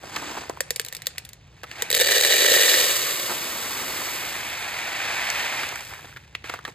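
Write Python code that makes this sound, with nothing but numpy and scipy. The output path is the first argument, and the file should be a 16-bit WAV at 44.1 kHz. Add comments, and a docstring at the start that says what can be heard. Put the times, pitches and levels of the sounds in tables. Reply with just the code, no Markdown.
"""Dried lentils pour from a plastic packet into an empty plastic tub, close to the microphones.
They rustle along the packet, a few bounce on the bare floor of the tub, then the stream drums on it.
A growing heap muffles the drumming, leaving dull thuds and the hiss of lentil on lentil. The last ones
slide out, and the packet crackles as its creases flip over. A kitchen hums and echoes faintly behind."""
import sys
import numpy as np
from scipy import signal
from scipy.fft import rfft, irfft, next_fast_len
from scipy.io import wavfile

SR = 44100
rng = np.random.default_rng(int(sys.argv[2]) if len(sys.argv) > 2 else 0)


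def inscribe(sig):
    """Save sig as 16-bit PCM at rate SR to the path in sys.argv[1].

    A 1-D sig is mono; a 2-D sig holds one channel per row.
    Samples are clipped to [-1, 1] before scaling.
    """
    pcm = np.round(np.clip(np.atleast_2d(sig).T, -1, 1) * 32767)
    wavfile.write(sys.argv[1], SR, pcm.astype(np.int16))


N = 297234
TIME = np.arange(N) / SR


def amp(db):
    """Turns decibels into a number to multiply a sound by."""
    return 10 ** (np.asarray(db) / 20)


def unit(x):
    """Scales a signal to an average power of 1."""
    return x / np.sqrt(np.mean(x ** 2) + 1e-20)


def value_at(table, hz):
    """Looks up a frequency in a table, blending between rows on a musical (log) scale."""
    f, value = np.transpose(table)
    return np.interp(np.log(hz + 1), np.log(f + 1), value)


def colour(x, tone, size=2048):
    """Filters a sound to a tone given as (f/Hz, level/dB) rows; white noise would keep its power."""
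    log_gain = np.log(amp(value_at(tone, abs(np.fft.fftfreq(size, 1 / SR)))))
    taps = np.fft.ifft(np.exp(np.conj(signal.hilbert(log_gain)))).real  # rings after a hit, not before
    return signal.oaconvolve(x, taps[None] / np.linalg.norm(taps), axes=1)[:, :x.shape[1]]


def add(mix, start_s, sound):
    """Adds a sound to the mix at the given time."""
    part = mix[:, max(round(start_s * SR), 0):][:, :sound.shape[1]]
    part += sound[:, :part.shape[1]]


def stereo_noise(count, apart=.2):
    """Noise that left and right share, plus some of their own, `apart` times as strong."""
    noise = rng.standard_normal((3, count))
    return (noise[0] + apart * noise[1:]) / np.sqrt(1 + apart ** 2)


def collisions(per_s, count=40000, spread_db=3):
    """Jostling lentils hit at uneven gaps and unevenly hard: one spike a hit, average power 1."""
    turns = np.cumsum(rng.gamma(2, .5, count))
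    strength = unit(amp(spread_db * np.clip(rng.standard_normal(count), -2, 2)))
    at = np.searchsorted(np.cumsum(per_s) / SR, turns)
    return np.bincount(at, strength, N + 1)[:N] * np.sqrt(SR / per_s)


def bursts(hits, t60):
    """Turns each spike into a puff of noise of the same energy; t60 is the seconds to fade by 60 dB."""
    keep = np.exp(-2 * np.log(1000) / (t60 * SR))
    power = signal.lfilter([1 - keep], [1, -keep], hits ** 2 + 1e-20)
    return np.sqrt(power) * stereo_noise(len(hits))


# Tone of the kitchen's hum: f/Hz, level/dB (levels in all tables are relative)
HUM_TONE = [(25, -42), (55, 0.5), (90, 0.5), (150, 0.5), (230, -16), (500, -16), (1200, -25), (2400, -25),
            (3200, -22.5), (7000, -31), (14000, -64)]
def kitchen_hum():
    """Air in the kitchen makes a low, steady hum."""
    return amp(-52) * colour(stereo_noise(N, apart=0.05), HUM_TONE, size=8192)


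# How long the kitchen echoes: f/Hz, time to fade by 60 dB/s
ECHO_TIMES = [(200, 0.63), (2000, 0.33), (8000, 0.32), (16000, 0.032)]
def kitchen_echo(x, build_up_s=0.0087):
    """Many reflections blur into one short tail, whose highest notes die first."""
    hz, t, noise = signal.stft(rng.standard_normal((2, SR // 2)), SR, nperseg=256)
    fade = amp(-60 * t / value_at(ECHO_TIMES, hz)[:, None])
    tail = signal.istft(noise * fade, SR, nperseg=256)[1]
    tail *= np.minimum(np.arange(tail.shape[1]) / SR / build_up_s, 1)
    return signal.fftconvolve(x, tail / np.linalg.norm(tail[0]), axes=1)[:, :N]


# How far ahead the wave is at the left microphone: f/Hz, lead/radians
LEFT_LEAD = [(20, 0), (200, -.2), (600, -1.1), (1000, -.5), (1500, 0), (2400, 1.3), (3000, 1.2), (4000, .5),
             (4800, .9), (5500, 3.1), (7500, 6.3), (10100, 9.4), (12500, 12.6), (15000, 15.7)]
# How much more sensitive the left microphone is: f/Hz, left minus right/dB
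LEFT_BOOST = [(60, 0.0), (130, 0.0), (290, 1.0), (640, -1.5), (1410, 0.0), (3100, -1.0), (6820, 0.0),
              (15000, 0.0)]
def microphones(x, travel_s=0.000912):
    """Sound travels to two microphones, which pick it up out of step and slightly unequally."""
    size = next_fast_len(N + SR // 10)
    hz = np.fft.rfftfreq(size, 1 / SR)
    sides = np.array([[.5], [-.5]])
    gain = amp(sides * value_at(LEFT_BOOST, hz))
    phase = sides * value_at(LEFT_LEAD, hz) - 2 * np.pi * hz * travel_s
    return irfft(rfft(x, size) * gain * np.exp(1j * phase), size)[:, :N]


# Tone of a crease flipping over: f/Hz, level/dB
SNAP_TONE = [(500, -41), (2000, -21), (4000, 12), (8000, 14), (13000, -2), (16000, 9)]
# Each buckle of the packet: t/s, level/dB, film pitch/Hz, flutter trim/dB, snap trim/dB, thump trim/dB
BUCKLES = [(.037,-29,850,2.5,-24,-2), (0.16,-15,2460,0.5,-22,-30), (0.163,-10.5,1300,0,-4,-15),
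           (.226,-26,1000,4,-14,-16), (0.35,-22,900,-6,-18,-7), (.373,-15.5,900,-4,-22,-11),
           (.495,-16,860,1,-2.5,0), (.571,-25,1020,-2,-22,-3), (1.633,-24.5,1140,5,0,-1.5),
           (1.6386,-31,1308,11,-12,5), (1.713,-19.5,2165,-4,-1,-11), (3.304,-21.5,700,0,-16,-5),
           (3.3125,-20,1108,-8,-12.5,-2), (3.9863,-26,1485,-6,-10,-10.5), (5.001,-18.5,1800,0,-10,-25),
           (5.301,-17.5,2500,1.5,11,-18), (5.632,-13,1500,-1,-20,-7), (5.689,-17.5,2352,-7,5,-23.5),
           (5.724,-23.5,902,3,-19,-6), (5.757,-16.5,1462,0,-2,-23), (5.807,-24,1800,-5,3,-16),
           (5.908,-31,1498,-2,-13,-16), (5.925,-27,900,-1,-8,-12.5), (5.936,-23.5,1300,-3,-2,-16),
           (5.99,-29,1003,-2,-9,-6), (6.044,-29.5,795,-4,-15,-7), (6.125,-33,1593,0,-13,-14),
           (6.1619,-26.5,1598,-0.5,-20,-17), (6.169,-25,1550,1,-25,-26), (6.3503,-8.5,2085,-9,-30,-25.5),
           (6.349,-19.5,3360,-10.5,-22,-29.5), (6.441,-18.5,1746,-2.5,-24,-4), (6.495,-18.5,1330,5,-10,-4),
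           (6.498,-21.5,2500,-1,-14,-7), (6.5373,-13.5,1400,-1.5,-15,-8), (6.543,-22.5,1161,-3,-6,-4),
           (6.558,-27,1932,-7.5,-18,-6), (6.589,-26,1279,-1,-11,-12), (6.65,-18,1833,2.5,-20,-16),
           (6.661,-26,1705,-4,-18,-14), (6.677,-22,1300,-3,-21,-8), (6.68,-28.5,390,2,-24,-2)]
def packet_crackles(size=6000, pop_peak_cycles=0.98):
    """A crease snaps, the film around it pops over and flutters, and the whole packet thumps."""
    out, spike = np.zeros((2, N)), signal.unit_impulse(size)
    thump_tone = [(70, -30), (200, -10.5), (380, 4.0), (750, 0.0), (1800, -33.0)]
    for start_s, db, hz, flutter_db, snap_db, thump_db in BUCKLES:
        t60 = 0.037 * (1200 / hz) ** 0.61  # smaller, higher patches of film fade sooner
        cycles = hz * np.arange(size) / SR
        swing = cycles / pop_peak_cycles
        pop = amp(-6) * (swing * np.exp(1 - swing)) ** 2 * np.sin(2 * np.pi * cycles)
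        flutter_tone = [(hz / 4, -27), (hz / 1.57, -5), (hz, 0), (hz * 1.4, -3), (hz * 6, -27)]
        flutter = amp(flutter_db + 12) * colour(bursts(spike, t60), flutter_tone)
        thump = amp(thump_db + 11.5) * colour(bursts(spike, 0.92 * t60), thump_tone)
        snap = amp(snap_db + 7.5) * colour(bursts(spike, t60=.007), SNAP_TONE)
        add(out, start_s, amp(db) * (pop + flutter + thump + snap))
    return out


# Tone of a lentil hitting plastic: f/Hz, level/dB
TICK_TONE = [(100, -29), (300, -18.5), (700, -23), (1100, -9.5), (2200, 3.5), (3200, 4), (5000, 5),
             (6500, 4), (8000, 5.5), (12000, -1), (15000, 5.5), (17000, -28)]
def ticks(hits):
    """Each hit is a hard click, then a weaker rattle in the plastic."""
    click, rattle = bursts(hits, t60=.007), bursts(hits, t60=.03)
    return colour(click + amp(-1) * rattle, TICK_TONE)


# Tone of lentils rubbing on the packet's film: f/Hz, level/dB
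RUSTLE_TONE = [(80, -18), (250, -26.5), (500, -7.5), (750, 1.5), (1200, -3.5), (1800, 3.5), (2500, 4.5),
               (2900, -3), (3600, -3.5), (4600, -7.5), (7000, -11.5), (11000, -19), (15000, -21),
               (16500, -39)]
def film_rustle(rubs):
    """Each rub on the film makes a short scratch."""
    return colour(bursts(rubs, t60=0.03), RUSTLE_TONE)


# Tone of the dull crunch: f/Hz, level/dB
CRUNCH_TONE = [(80, -21.5), (180, -3), (320, 4), (550, -1.5), (900, 2.5), (1400, 0), (2400, -7),
               (3200, -6.5), (5000, -7.5), (8000, -9.5), (13000, -41)]
def dull_crunch(hits):
    """Lentils moving together make low thuds, in the packet or as they land on the heap."""
    return colour(bursts(hits, t60=0.021), CRUNCH_TONE)


# Each swell of rustle or dull crunch: lentils sliding in the packet, or the stream thudding onto the heap
# t at full level/s, hold/s, level/dB, rise/s, fall/s, clumped share/0-1
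SWELLS = [(0.159, .22, -29, 0.24, 0.21, 0.88), (0.652, 0.47, -48.5, 0.27, 0.39, 0.1),
          (1.78, 0.072, -34, 0.18, 0.21, 0.4), (3.296, 0.012, -22.5, 0.022, 0.077, 0.96),
          (3.551, 0.36, -29.5, 0.95, 1.33, 0.93), (4.198, 0.17, -34, .8, 1.02, 0.01),
          (5.134, 0.32, -25, 1.8, 0.53, 0.11), (5.582, 0.064, -29.5, 0.32, 0.23, 0.15),
          (5.923, .01, -39.5, 0.033, 0.16, 0.3), (6.038, 0.0088, -44.5, 0.028, 0.26, 0.97),
          (6.453, 0.076, -36.5, 0.024, 0.093, 0.12), (6.675, 0.0093, -38.5, 0.061, 0.071, 0.83)]
def rustle_and_crunch(fade_db=19.5):
    """Loose lentils rustle along the film; clumped together they give a duller, lumpier crunch."""
    loose, clumped = np.zeros((2, N))
    for full_s, hold_s, db, rise_s, fall_s, share in SWELLS:
        before = np.maximum((full_s - TIME) / rise_s, 0)
        after = np.maximum((TIME - full_s - hold_s) / fall_s, 0)
        power = amp(db - fade_db * (before + after)) ** 2
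        loose += (1 - share) * power
        clumped += share * power
    strength = np.sqrt(loose + clumped) / amp(-24)
    rubs_per_s = np.clip(3800 * strength ** 1.05, 140, 5000)  # a stronger swell moves more lentils
    on_film = np.sqrt(loose) * collisions(rubs_per_s)
    in_clumps = np.sqrt(clumped) * collisions(.35 * rubs_per_s)
    rustle = amp(-1.5) * film_rustle(on_film)
    crunch = amp(-6.5) * dull_crunch(in_clumps)
    clicks = amp(-20) * ticks(np.sqrt(clumped) * collisions(rubs_per_s))  # at the packet's mouth
    return rustle + crunch + clicks


def tub_walls(x, size=1500, t60=0.067):
    """Adds the quick, high echoes that pass to and fro between the tub's walls."""
    t = np.arange(size) / SR
    echoes = stereo_noise(size, apart=.4) * amp(-60 * t / t60) * (t > .0006)
    echoes = signal.sosfilt(signal.butter(2, 2000, "high", fs=SR, output="sos"), echoes)
    return x + amp(-16) * signal.oaconvolve(x, echoes / np.linalg.norm(echoes[0]), axes=1)[:, :N]


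# The notes the tub's floor rings at: f/Hz, width/Hz (wider fades sooner), level/dB
FLOOR_NOTES = [(427, 165, 1), (534, 137, 4.5), (670, 400, -9.5), (1294, 450, -14), (1764, 236, 3),
               (1910, 125, 6), (2364, 170, 1), (2920, 300, -1.5), (3290, 990, -6.5), (3840, 290, 3),
               (4035, 147, 4), (4540, 140, 1), (6420, 210, -1), (8460, 200, -5.5)]
def tub_ring(hits, apart):
    """The floor's notes swell and fade; each hit lands somewhere new and wakes a different mix."""
    at, out, energy = np.flatnonzero(hits), np.zeros((2, N)), 0
    for hz, width_hz, db in FLOOR_NOTES:
        push, keep = np.zeros((2, N)), np.exp(-np.pi * width_hz / SR)
        # which way, and how far, this note moves the floor at each landing spot
        movement = rng.choice([-1, 1], len(at)) * unit(amp(rng.uniform(-5, 5, len(at))))
        each_side = movement + apart * rng.standard_normal((len(at), 2)).T
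        push[:, at] = hits[at] * each_side / np.sqrt(1 + apart ** 2)
        ringer = [1 - keep, 0, keep - 1, 1, -2 * keep * np.cos(2 * np.pi * hz / SR), keep * keep]
        out += amp(db) * signal.sosfilt([ringer, ringer], push + 1e-20 * TIME)
        energy += amp(db) ** 2 * (1 - keep)
    bass_cut = signal.butter(4, 280, "high", fs=SR, output="sos")  # a small floor gives off little bass
    return signal.sosfilt(bass_cut, out) / np.sqrt(energy)


def ping(hz, t60=0.014, glide=0, glide_s=0.00086, size=4000):
    """One note of the plastic swells and fades; it starts higher by the share `glide`, then settles."""
    t = np.arange(size) / SR
    cycles = hz * (t + glide * glide_s * (1 - np.exp(-t / glide_s)))
    loudness = np.minimum(2 * hz * t, 1) * np.exp(-np.log(1000) * t / t60)
    return (loudness * np.sin(2 * np.pi * cycles))[None]


# Hard landings of a lentil or a clump on the bare floor, and the two notes of the spot it hits:
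# t/s, tick level/dB, knock level/dB, low f/Hz, low level/dB, high f/Hz, high level/dB
LANDINGS = [(.605,-8,-23.5,1850,-12.5,4274,-22), (0.7054,-9,-25,1870,-20,4230,-26),
            (.76,-14,-36,2332,-29,4450,-32), (.796,-10.5,-26.5,1760,-17,4230,-26),
            (0.814,-26,-53,2400,-38,3640,-38), (0.848,-21,-55,2100,-44,4100,-33),
            (.862,-23,-46,2010,-46,3900,-30), (.884,-21.5,-47,2100,-37,4200,-36),
            (.925,-20.5,-36.5,1900,-28.5,3720,-28), (.933,-30,-58,1900,-42,3720,-36),
            (0.949,-20,-54,2000,-43,3500,-34), (.9663,-22,-42,1995,-46,3800,-39),
            (1.019,-24,-45,1980,-30,3980,-34), (1.058,-28,-60,2000,-38,4000,-42),
            (1.068,-9,-31,2020,-27,3480,-19), (1.181,-15.5,-43.5,2020,-24,4166,-24),
            (1.25,-25.5,-60,2100,-49,3840,-50), (1.29,-27,-67,2087,-43,4020,-46),
            (1.332,-29.5,-62,2000,-40,4000,-44), (1.821,-7,-22,1920,-19.5,3700,-19),
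            (1.9014,-8,-22.5,1870,-25,3820,-14.5), (1.9129,-9,-32,1900,-17,4000,-23),
            (1.927,-8.5,-21.5,1900,-23,3960,-8.5), (1.943,-9,-29,1900,-13,3800,-10),
            (1.948,-3,-24,2010,-18,4020,-17), (1.964,-10,-24,1870,-21,3820,-15),
            (1.9685,-10,-31,1910,-19,4070,-24), (1.975,-7,-24,1800,-22,4000,-16),
            (1.998,-13,-23,1850,-20,3760,-13), (2.01,-2.5,-17.5,1950,-18,3950,-21),
            (2.0885,-21,-17,1900,-8.5,4000,-18), (2.1195,-15,-26,1800,-15,3940,-8),
            (2.128,-20,-25,1950,-14,3800,-20), (2.171,-13,-26,1890,-20,4170,-14),
            (2.193,-23,-28,1750,-16,3830,-19), (2.2103,-5,-27,1900,-17,3940,-8),
            (2.248,-7,-31,1900,-11,3940,-7), (2.3221,-15,-29,1940,-8,3770,-19),
            (2.336,-18,-25,1800,-22,4050,-11), (2.39,-13,-21,1900,-18,4000,-17),
            (2.413,-23,-28,1970,-21,3900,-8), (2.446,-17,-22,1890,-6,4000,-15),
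            (2.512,-13,-14,1920,-27,4060,-9), (2.52,-24,-25,1800,-25,4100,-8),
            (2.5415,-18,-24,1930,-10,3900,-23), (2.561,-8,-14,1800,-24,4040,-17),
            (2.574,-27,-24,1930,-8,3800,-23), (2.617,-13,-27,1820,-14,4100,-21),
            (2.68,-19,-29,1860,-10,4000,-22), (2.74,-11,-33,1860,-6,3800,-19)]
def lentil_bounces(knock_hz=467, crossing_s=0.00208):
    """A landing ticks and rings its spot and, faintly, the tub; the floor bends with a hollow knock."""
    times, tick_db = np.transpose(LANDINGS)[:2]
    hits = np.zeros(N)
    hits[np.round(times * SR).astype(int)] = amp(tick_db)
    out = amp(10) * ticks(hits) + amp(-0.5) * tub_ring(hits, apart=1.0)
    for start_s, _, knock_db, low_hz, low_db, high_hz, high_db in LANDINGS:
        add(out, start_s, amp(low_db) * ping(low_hz) + amp(high_db) * ping(high_hz))
        # the bend takes time to cross the floor; its faster, higher waves arrive first
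        knock = ping(knock_hz * rng.uniform(0.937, 1.17), t60=0.038, glide=0.41)
        add(out, start_s + crossing_s, amp(knock_db) * knock)
    return out


# Tone of a lentil landing on other lentils: f/Hz, level/dB
HEAP_TONE = [(80, -18), (180, -13), (350, 3), (640, 6.5), (770, -8), (1100, 5.5), (1600, 1), (2100, 7),
             (3000, 0.5), (4200, 0), (5800, -6), (9000, -5), (12000, -3), (15000, -1), (16500, -18)]
# The stream leaving the packet: t/s, level/dB (0 is full flow)
POUR_FLOW = [(1.92, -22), (1.96, -14), (2.0, -8.5), (2.16, -7), (2.225, -9.5), (2.25, -6), (2.53, -2),
             (2.8, 1.5), (3.6, -1), (4.1, 1.5), (4.6, -8), (5.0, -12), (5.4, -6.5), (5.72, -10),
             (5.88, -11), (6.25, -33.5)]
def lentil_stream(cover_s=0.23, wall_share=0.0078):
    """Lentils drum on the bare floor until their heap hides it; then they hiss on the heap."""
    flow = amp(np.interp(TIME, *np.transpose(POUR_FLOW), left=-100, right=-100))
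    poured_s = np.cumsum(flow ** 2) / SR  # amount poured so far, in seconds of full flow
    bare = np.exp(-poured_s / cover_s)
    plastic_share = bare + wall_share  # a few still hit the walls once the floor is hidden
    on_plastic = flow * np.sqrt(plastic_share) * collisions(per_s=np.maximum(1500 * flow ** 1.35, 250))
    on_heap = flow * np.sqrt(1 - bare) * collisions(per_s=np.maximum(3200 * flow, 120))
    on_floor = on_plastic * np.sqrt(bare / plastic_share)  # hits on the walls only tick
    muffling = amp(-8 * poured_s)  # the heap presses on the floor
    shorter_fall = amp(-5 * poured_s)  # a taller heap means softer landings
    rattle = amp(-16.5) * ticks(on_plastic)
    drumming = amp(-10) * tub_ring(on_floor * muffling, apart=0.54)
    hiss = amp(-27.5) * colour(bursts(on_heap * shorter_fall, t60=0.02), HEAP_TONE)
    return rattle + drumming + hiss


def scene():
    """Lentils and packet close by, with a little of the kitchen around them."""
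    near = tub_walls(lentil_stream() + lentil_bounces()) + rustle_and_crunch() + packet_crackles()
    return microphones(near + kitchen_hum()) + amp(-18.5) * kitchen_echo(near)


def record(dry, ceiling=.85, top_hz=16200):
    """Rounds off the loudest ticks, then cuts the very highest treble."""
    rounded = dry / (1 + (dry / ceiling) ** 4) ** .25
    treble_cut = signal.firwin(255, top_hz, window=("kaiser", 9), fs=SR)
    return signal.oaconvolve(rounded, treble_cut[None], "same")


dry = scene()
out = record(dry)
inscribe(out)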